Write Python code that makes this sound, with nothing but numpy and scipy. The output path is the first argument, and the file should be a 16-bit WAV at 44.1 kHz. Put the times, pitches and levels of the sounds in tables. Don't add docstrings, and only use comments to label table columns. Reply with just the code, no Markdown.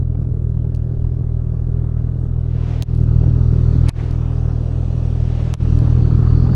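import sys
import numpy as np
from scipy import signal
from scipy.fft import rfft, irfft, next_fast_len
from scipy.io import wavfile
from scipy.ndimage import uniform_filter1d, map_coordinates

SR = 44100
rng = np.random.default_rng(int(sys.argv[2]) if len(sys.argv) > 2 else 0)


def int16_out(signal):
    q = np.round(np.clip(np.atleast_2d(signal).T, -1, 1) * 32767)
    wavfile.write(sys.argv[1], SR, q.astype(np.int16))


N = 288855

# (t/s, crankshaft rate/Hz)
IDLE_SPEED = [(0.0, 41.08), (0.53, 39.85), (1.15, 40.45), (1.23, 39.66), (1.64, 40.03), (1.78, 40.94),
              (1.95, 38.92), (2.09, 41.52), (2.45, 40.15), (3.26, 39.54), (3.37, 41.24), (3.51, 39.88),
              (4.41, 40.47), (4.51, 38.93), (4.88, 41.55), (4.96, 40.22), (6.29, 39.89), (6.55, 41.87)]
def crank():
    turns = np.cumsum(np.interp(clock(), *np.transpose(IDLE_SPEED))) / SR + .815
    return turns, np.interp(np.arange(1, int(turns[-1]) + 1), turns, clock())


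# (f/Hz, level/dB)
EXHAUST_PULSE = [(12, -31), (28, -16.5), (40, 4.5), (80, 3.5), (120, 0), (160, -11.5), (200, -38.5),
                 (280, -41), (325, -44.5), (405, -45.5), (470, -54.5), (620, -64), (900, -80.5),
                 (3000, -130), (8000, -170)]
# (f/Hz, level/dB)
EXHAUST_BARK = [(15, -22), (45, 3), (90, -0.5), (150, -4.5), (200, -14), (290, -19), (420, -21.5),
                (600, -34.5), (1000, -47), (4000, -84.5)]
# (multiple, rms level/dB)
CRANK_ORDERS = [(7, -44.5), (9, -49), (10, -47.5), (15, -60.5)]
# (f/Hz, level/dB)
GAS_RASP = [(35, -9), (60, -2.5), (110, 2), (180, 3.5), (280, -1.5), (350, -8), (420, -5.5), (510, -11.5),
            (630, -12.5), (880, -27), (1300, -28.5), (2200, -50), (5000, -68), (13000, -120)]
# (f/Hz, level/dB)
ENGINE_CLATTER = [(600, -24), (1500, 8), (2300, -4), (3700, -4), (6000, -10), (10800, -13.5), (11600, -73)]
def snowmobile(thump_db=-17, bark_db=-29, rasp_db=-35.5, clatter_db=-68, tick_db=-74):
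    turns, times = crank()
    jitter, strength, quality, knock, scatter = rng.standard_normal((len(times), 5)).T
    stagger_s = .00012 * (-1) ** np.arange(len(times))
    times = times + .00033 * jitter + stagger_s
    flow = shaped(pulses(times, amp(1.12 * strength)), EXHAUST_PULSE)
    radiation_s, bark_lead_s = .004, .0105
    thump = unit(flow + radiation_s * SR * np.gradient(flow))
    burn = 1 / (1 + np.exp(2 - 2 * quality))
    bark = unit(coloured(pulses(times - bark_lead_s + .00099 * scatter, burn), EXHAUST_BARK))
    hum = sum(amp(db + 1.6 * wobble(5.5)) * unit(np.sin(2 * np.pi * order * turns + .88 * wobble(12)))
              for order, db in CRANK_ORDERS)
    puff = np.cos(2 * np.pi * turns)
    rasp = unit(rush(GAS_RASP, patchy_db=.5) * amp(4 * puff + .36 * wobble(45)))
    clatter = unit(rush(ENGINE_CLATTER, patchy_db=4) * amp(1.8 * puff + 1.3 * wobble(70)))
    ticks = unit(coloured(pulses(times, amp(9 * np.minimum(knock, 1))), ENGINE_CLATTER))
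    exhaust = amp(thump_db) * thump + amp(bark_db) * bark + amp(rasp_db) * rasp
    return exhaust + hum + amp(clatter_db) * clatter + amp(tick_db) * ticks


# (t/s, peak level/dB)
HARD_POPS = [(.647, -37.5), (1.046, -34.5), (1.843, -36), (3.239, -33), (4.897, -40), (5.877, -33),
             (6.227, -34)]
# (f/Hz, level/dB)
POP_SPECTRUM = [(150, -10), (400, 1), (750, 4.5), (1200, -10.5), (2000, -19.5), (5000, -38), (10000, -56),
                (13000, -120)]
def silencer_pops(soft_share=.06, soft_db=-40.5, spread_db=1.5, t60=.027):
    _, times = crank()
    levels = soft_db + spread_db * rng.standard_normal(len(times))
    chosen = rng.random(len(times)) < soft_share
    soft_pops = list(zip(times[chosen], levels[chosen]))
    return cracks([(s, db, t60) for s, db in HARD_POPS + soft_pops], POP_SPECTRUM)


# (f/Hz, gain/dB)
OFF_AXIS_BASS = [(380, -0.5), (520, -11.5), (800, -58.5)]
def shielded(engine, off_axis_db=-2.5):
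    bass = shaped(engine, OFF_AXIS_BASS)
    return bass + (engine - bass) * amp(off_axis_db * facing_up_road())


# (nearest t/s, time to cover their distance from us/s, roar/dB, spray/dB, drone/dB)
VEHICLES = [(2.2, 0.4, -51, -73.5, -57), (4.75, 0.55, -44, -56.5, -38.5), (6.8, 0.62, -44.5, -65.5, -63)]
# (f/Hz, level/dB)
TYRE_ROAR = [(60, -6.5), (200, 9), (330, 11.5), (520, -10.5), (750, 0.5), (950, -2), (1280, -0.5),
             (1650, -10.5), (2100, -16), (4000, -34.5), (13000, -120)]
# (f/Hz, level/dB)
TYRE_SPRAY = [(800, -17.5), (1800, 4), (2100, -7), (2500, 5.5), (3200, 2), (3800, 1.5), (4600, -2.5),
              (5200, -4), (5800, -0.5), (6900, -8.5), (7500, -9.5), (8600, -12.5), (10900, -21.5),
              (11600, -67)]
# (f/Hz, level/dB)
VEHICLE_DRONE = [(80, -3), (200, 9.5), (520, 3), (780, -1), (1000, -13.5), (1600, -25.5), (12000, -120)]
def passing_traffic(roar_lead=.98, spray_lag=.88, far_roar_db=-61.5, far_spray_db=-77.5):
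    def power(db, place):
        return amp(db - 12 * np.log10(1 + place ** 2)) ** 2

    roar, spray, drone = amp(far_roar_db) ** 2, amp(far_spray_db) ** 2, 0
    for nearest, crossing, roar_db, spray_db, drone_db in VEHICLES:
        place = (clock() - nearest) / crossing
        roar += power(roar_db, place + roar_lead) + power(roar_db - 10.5, place - roar_lead)
        spray += power(spray_db - 3.5, place + spray_lag) + power(spray_db, place - spray_lag)
        drone += power(drone_db, place)
    off_axis = amp(-10 * facing_up_road())
    return (np.sqrt(roar) * amp(.19 * wobble(10) + 1.9 * wobble(120)) * rush(TYRE_ROAR, patchy_db=1.5)
            + np.sqrt(spray) * amp(.24 * wobble(22)) * rush(TYRE_SPRAY, patchy_db=2)
            + np.sqrt(drone) * off_axis * rush(VEHICLE_DRONE, patchy_db=-.5))


# (from t/s, until t/s, rumble/dB, first sizzle/dB, its growth/(dB/s))
UP_ROAD = [(2.869, 3.92, -42, -82.5, 18), (5.603, 6.7, -35, -70, 9)]
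# (f/Hz, level/dB)
LOW_RUMBLE = [(40, -13), (65, -3), (200, 2), (320, -4.5), (420, -14.5), (600, -28), (2000, -66.5),
              (10000, -120)]
def low_rumble(floor_db=-56):
    level = amp(floor_db) + sum(between(start, end) * amp(db) for start, end, db, *_ in UP_ROAD)
    return level * amp(1.4 * wobble(25)) * rush(LOW_RUMBLE, patchy_db=2.5)


# (f/Hz, level/dB)
TREAD_SIZZLE = [(2500, -30), (3700, -12.5), (4350, 1.5), (4800, -3.5), (5250, -18.5), (8000, -32.5),
                (14000, -120)]
def oncoming_tyres():
    level = 0
    for start, end, _, first_db, growth in UP_ROAD:
        age = np.clip(clock(), start, end) - start
        level += between(start, end) * amp(first_db + growth * age)
    return level * amp(1.1 * wobble(46)) * rush(TREAD_SIZZLE, patchy_db=-2.5)


def facing_up_road():
    return sum(between(start, end) for start, end, *_ in UP_ROAD)


# (fastest t/s, level/dB, rise/s, fall/s)
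MIC_SWINGS = [(2.729, -38, 0.19, 0.14), (3.99, -39, 0.12, 0.15), (5.471, -40.5, 0.33, 0.16)]
# (f/Hz, level/dB)
AIR_SWISH = [(70, -5.5), (250, 6.5), (600, 1), (1200, -8.5), (1800, -10.5), (2600, -12.5), (4300, -20),
             (6300, -26), (8500, -38), (11000, -42), (12500, -100)]
def swishes(flutter_db=.74):
    t = clock()
    sweep = sum(amp(db) * np.exp(-((t - s) / np.where(t < s, rise, fall)) ** 2)
                for s, db, rise, fall in MIC_SWINGS)
    return sweep * amp(flutter_db * wobble(45)) * rush(AIR_SWISH, patchy_db=-.46)


# (gone t/s, back t/s, gain afterwards/dB)
MIC_DROPOUTS = [(2.836, 2.874, 6), (3.899, 3.947, 1), (5.554, 5.592, 6.5)]
def dropout_gain(gap_db=-15, fall_s=.0083, rise_s=.039, settle_s=.067, shortfall_db=5):
    t, level_db, before_db = clock(), np.zeros(N), 0
    for gone, back, after_db in MIC_DROPOUTS:
        sinking = np.clip((t - gone) / fall_s + .5, 0, 1)
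        rising = np.clip((t - back) / rise_s + .5, 0, 1)
        settling_db = shortfall_db * np.exp(-np.maximum(t - back, 0) / settle_s)
        level_db += sinking * (gap_db - before_db) + rising * (after_db - gap_db - settling_db)
        before_db = after_db
    return amp(level_db)


# (t/s, peak level/dB, t60/s, top treble gain/dB)
MIC_CLICKS = [(.749, -35.5, .009, -30.5), (0.761, -41, 0.0033, -28), (2.824, -13, 0.0034, -10),
              (2.832, -30, .0063, -26.5), (3.886, -24, 0.013, -37.5), (3.892, -15.5, 0.013, -37.5),
              (4.111, -32, .0048, -16), (5.5397, -12.5, 0.0027, -20.5), (5.79, -34, 0.0055, -33)]
# (f/Hz, level/dB)
CLICK_SPECTRUM = [(300, -18), (900, 5), (1400, -4.5), (2200, -1), (3200, 0.5), (4500, 1), (7000, -2),
                  (11300, -6.5)]
# (t/s, level/dB, half-width/s)
HOUSING_RUBS = [(3.889, -34.5, 0.015), (4.003, -38, 0.0093)]
# (f/Hz, level/dB)
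RUB_SPECTRUM = [(400, -25), (900, 8.5), (1400, -0.5), (1800, 1), (2450, 1.5), (2900, -18.5), (6000, -29),
                (11000, -33.5), (13000, -120)]
def clicks_and_rubs(ticks_per_dropout=5, window_s=.18, tick_db=-41, top_hz=12400):
    rubs = sum(amp(db) * np.exp(-((clock() - s) / width) ** 2) for s, db, width in HOUSING_RUBS)
    ticks = [(back + .02 + window_s * rng.random(), tick_db + 1.5 * rng.standard_normal(), .003, -28.5)
             for _, back, _ in MIC_DROPOUTS for _ in range(ticks_per_dropout)]
    clicks = sum(cracks([(s, db, t60)], CLICK_SPECTRUM + [(top_hz, top_db)], push=2.9)
                 for s, db, t60, top_db in MIC_CLICKS + ticks)
    return clicks + rubs * rush(RUB_SPECTRUM, patchy_db=2)


# (f/Hz, level/dB)
WIND_BUFFET = [(6, -24.5), (18, 0), (27, 3.5), (60, -3), (110, -18.5), (1500, -120)]
def breeze(level_db=-35):
    return amp(level_db + 1.3 * wobble(2.6)) * rush(WIND_BUFFET, patchy_db=-3)


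def whine(hz=10000, level_db=-83):
    tone = unit(np.sin(2 * np.pi * hz * clock()))
    return (1 - facing_up_road()) * amp(level_db + 2.5 * wobble(3.3)) * tone


def amp(db):
    return 10 ** (np.asarray(db) / 20)


def unit(x):
    return x / np.sqrt(np.mean(x ** 2) + 1e-20)


def clock():
    return np.arange(N) / SR


def between(start, end, turn_s=.09):
    return np.clip(np.minimum(clock() - start, end - clock()) / turn_s + .5, 0, 1)


def wobble(rate):
    return map_coordinates(rng.standard_normal(int(N * rate / SR) + 4), [clock() * rate])


def bin_gains(points, size):
    hz, db = np.transpose(points)
    return amp(np.interp(np.log(np.fft.rfftfreq(size, 1 / SR) + 1), np.log(hz), db))


def shaped(x, points):
    size = next_fast_len(N + SR // 2)
    return irfft(rfft(x, size) * bin_gains(points, size), size)[:N]


def coloured(x, points, size=32768):
    cepstrum = irfft(np.log(bin_gains(points, size)))
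    cepstrum[1:size // 2] *= 2
    cepstrum[size // 2 + 1:] = 0
    return signal.fftconvolve(x, irfft(np.exp(rfft(cepstrum))))[:len(x)]


def rush(spectrum, patchy_db):
    cells = signal.stft(rng.standard_normal(N), nperseg=512)[2]
    patches = uniform_filter1d(rng.standard_normal(cells.shape), size=5, axis=0)
    patches = uniform_filter1d(patches, size=18, axis=1)
    noise = signal.istft(cells * amp(patchy_db * unit(patches)))[1][:N]
    return unit(coloured(noise, spectrum))


def pulses(times, sizes):
    return np.bincount(np.clip(np.round(times * SR).astype(int), 0, N), sizes, N + 1)[:N]


def cracks(rows, spectrum, push=3):
    out, t = np.zeros(N + SR), np.arange(SR // 20) / SR
    for s, db, t60 in rows:
        burst = rng.standard_normal(len(t)) * amp(-60 * t / t60)
        burst[0] = push
        crack = coloured(burst, spectrum, size=2048)
        out[round(s * SR):][:len(t)] += amp(db) * crack / np.abs(crack).max()
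    return out[:N]


def scene():
    picked_up = shielded(snowmobile()) + passing_traffic() + low_rumble() + oncoming_tyres() + swishes()
    at_microphone = breeze() + whine() + clicks_and_rubs()
    return (dropout_gain() * (picked_up + silencer_pops()) + at_microphone)[None]


def record(dry, ceiling=.95, top_hz=15800):
    rounded = dry / (1 + np.abs(dry / ceiling) ** 10) ** (1 / 10)
    size = next_fast_len(N + SR // 2)
    in_band = np.fft.rfftfreq(size, 1 / SR) < top_hz
    return irfft(rfft(rounded, size) * in_band, size)[:, :N]


dry = scene()
out = record(dry)
int16_out(out)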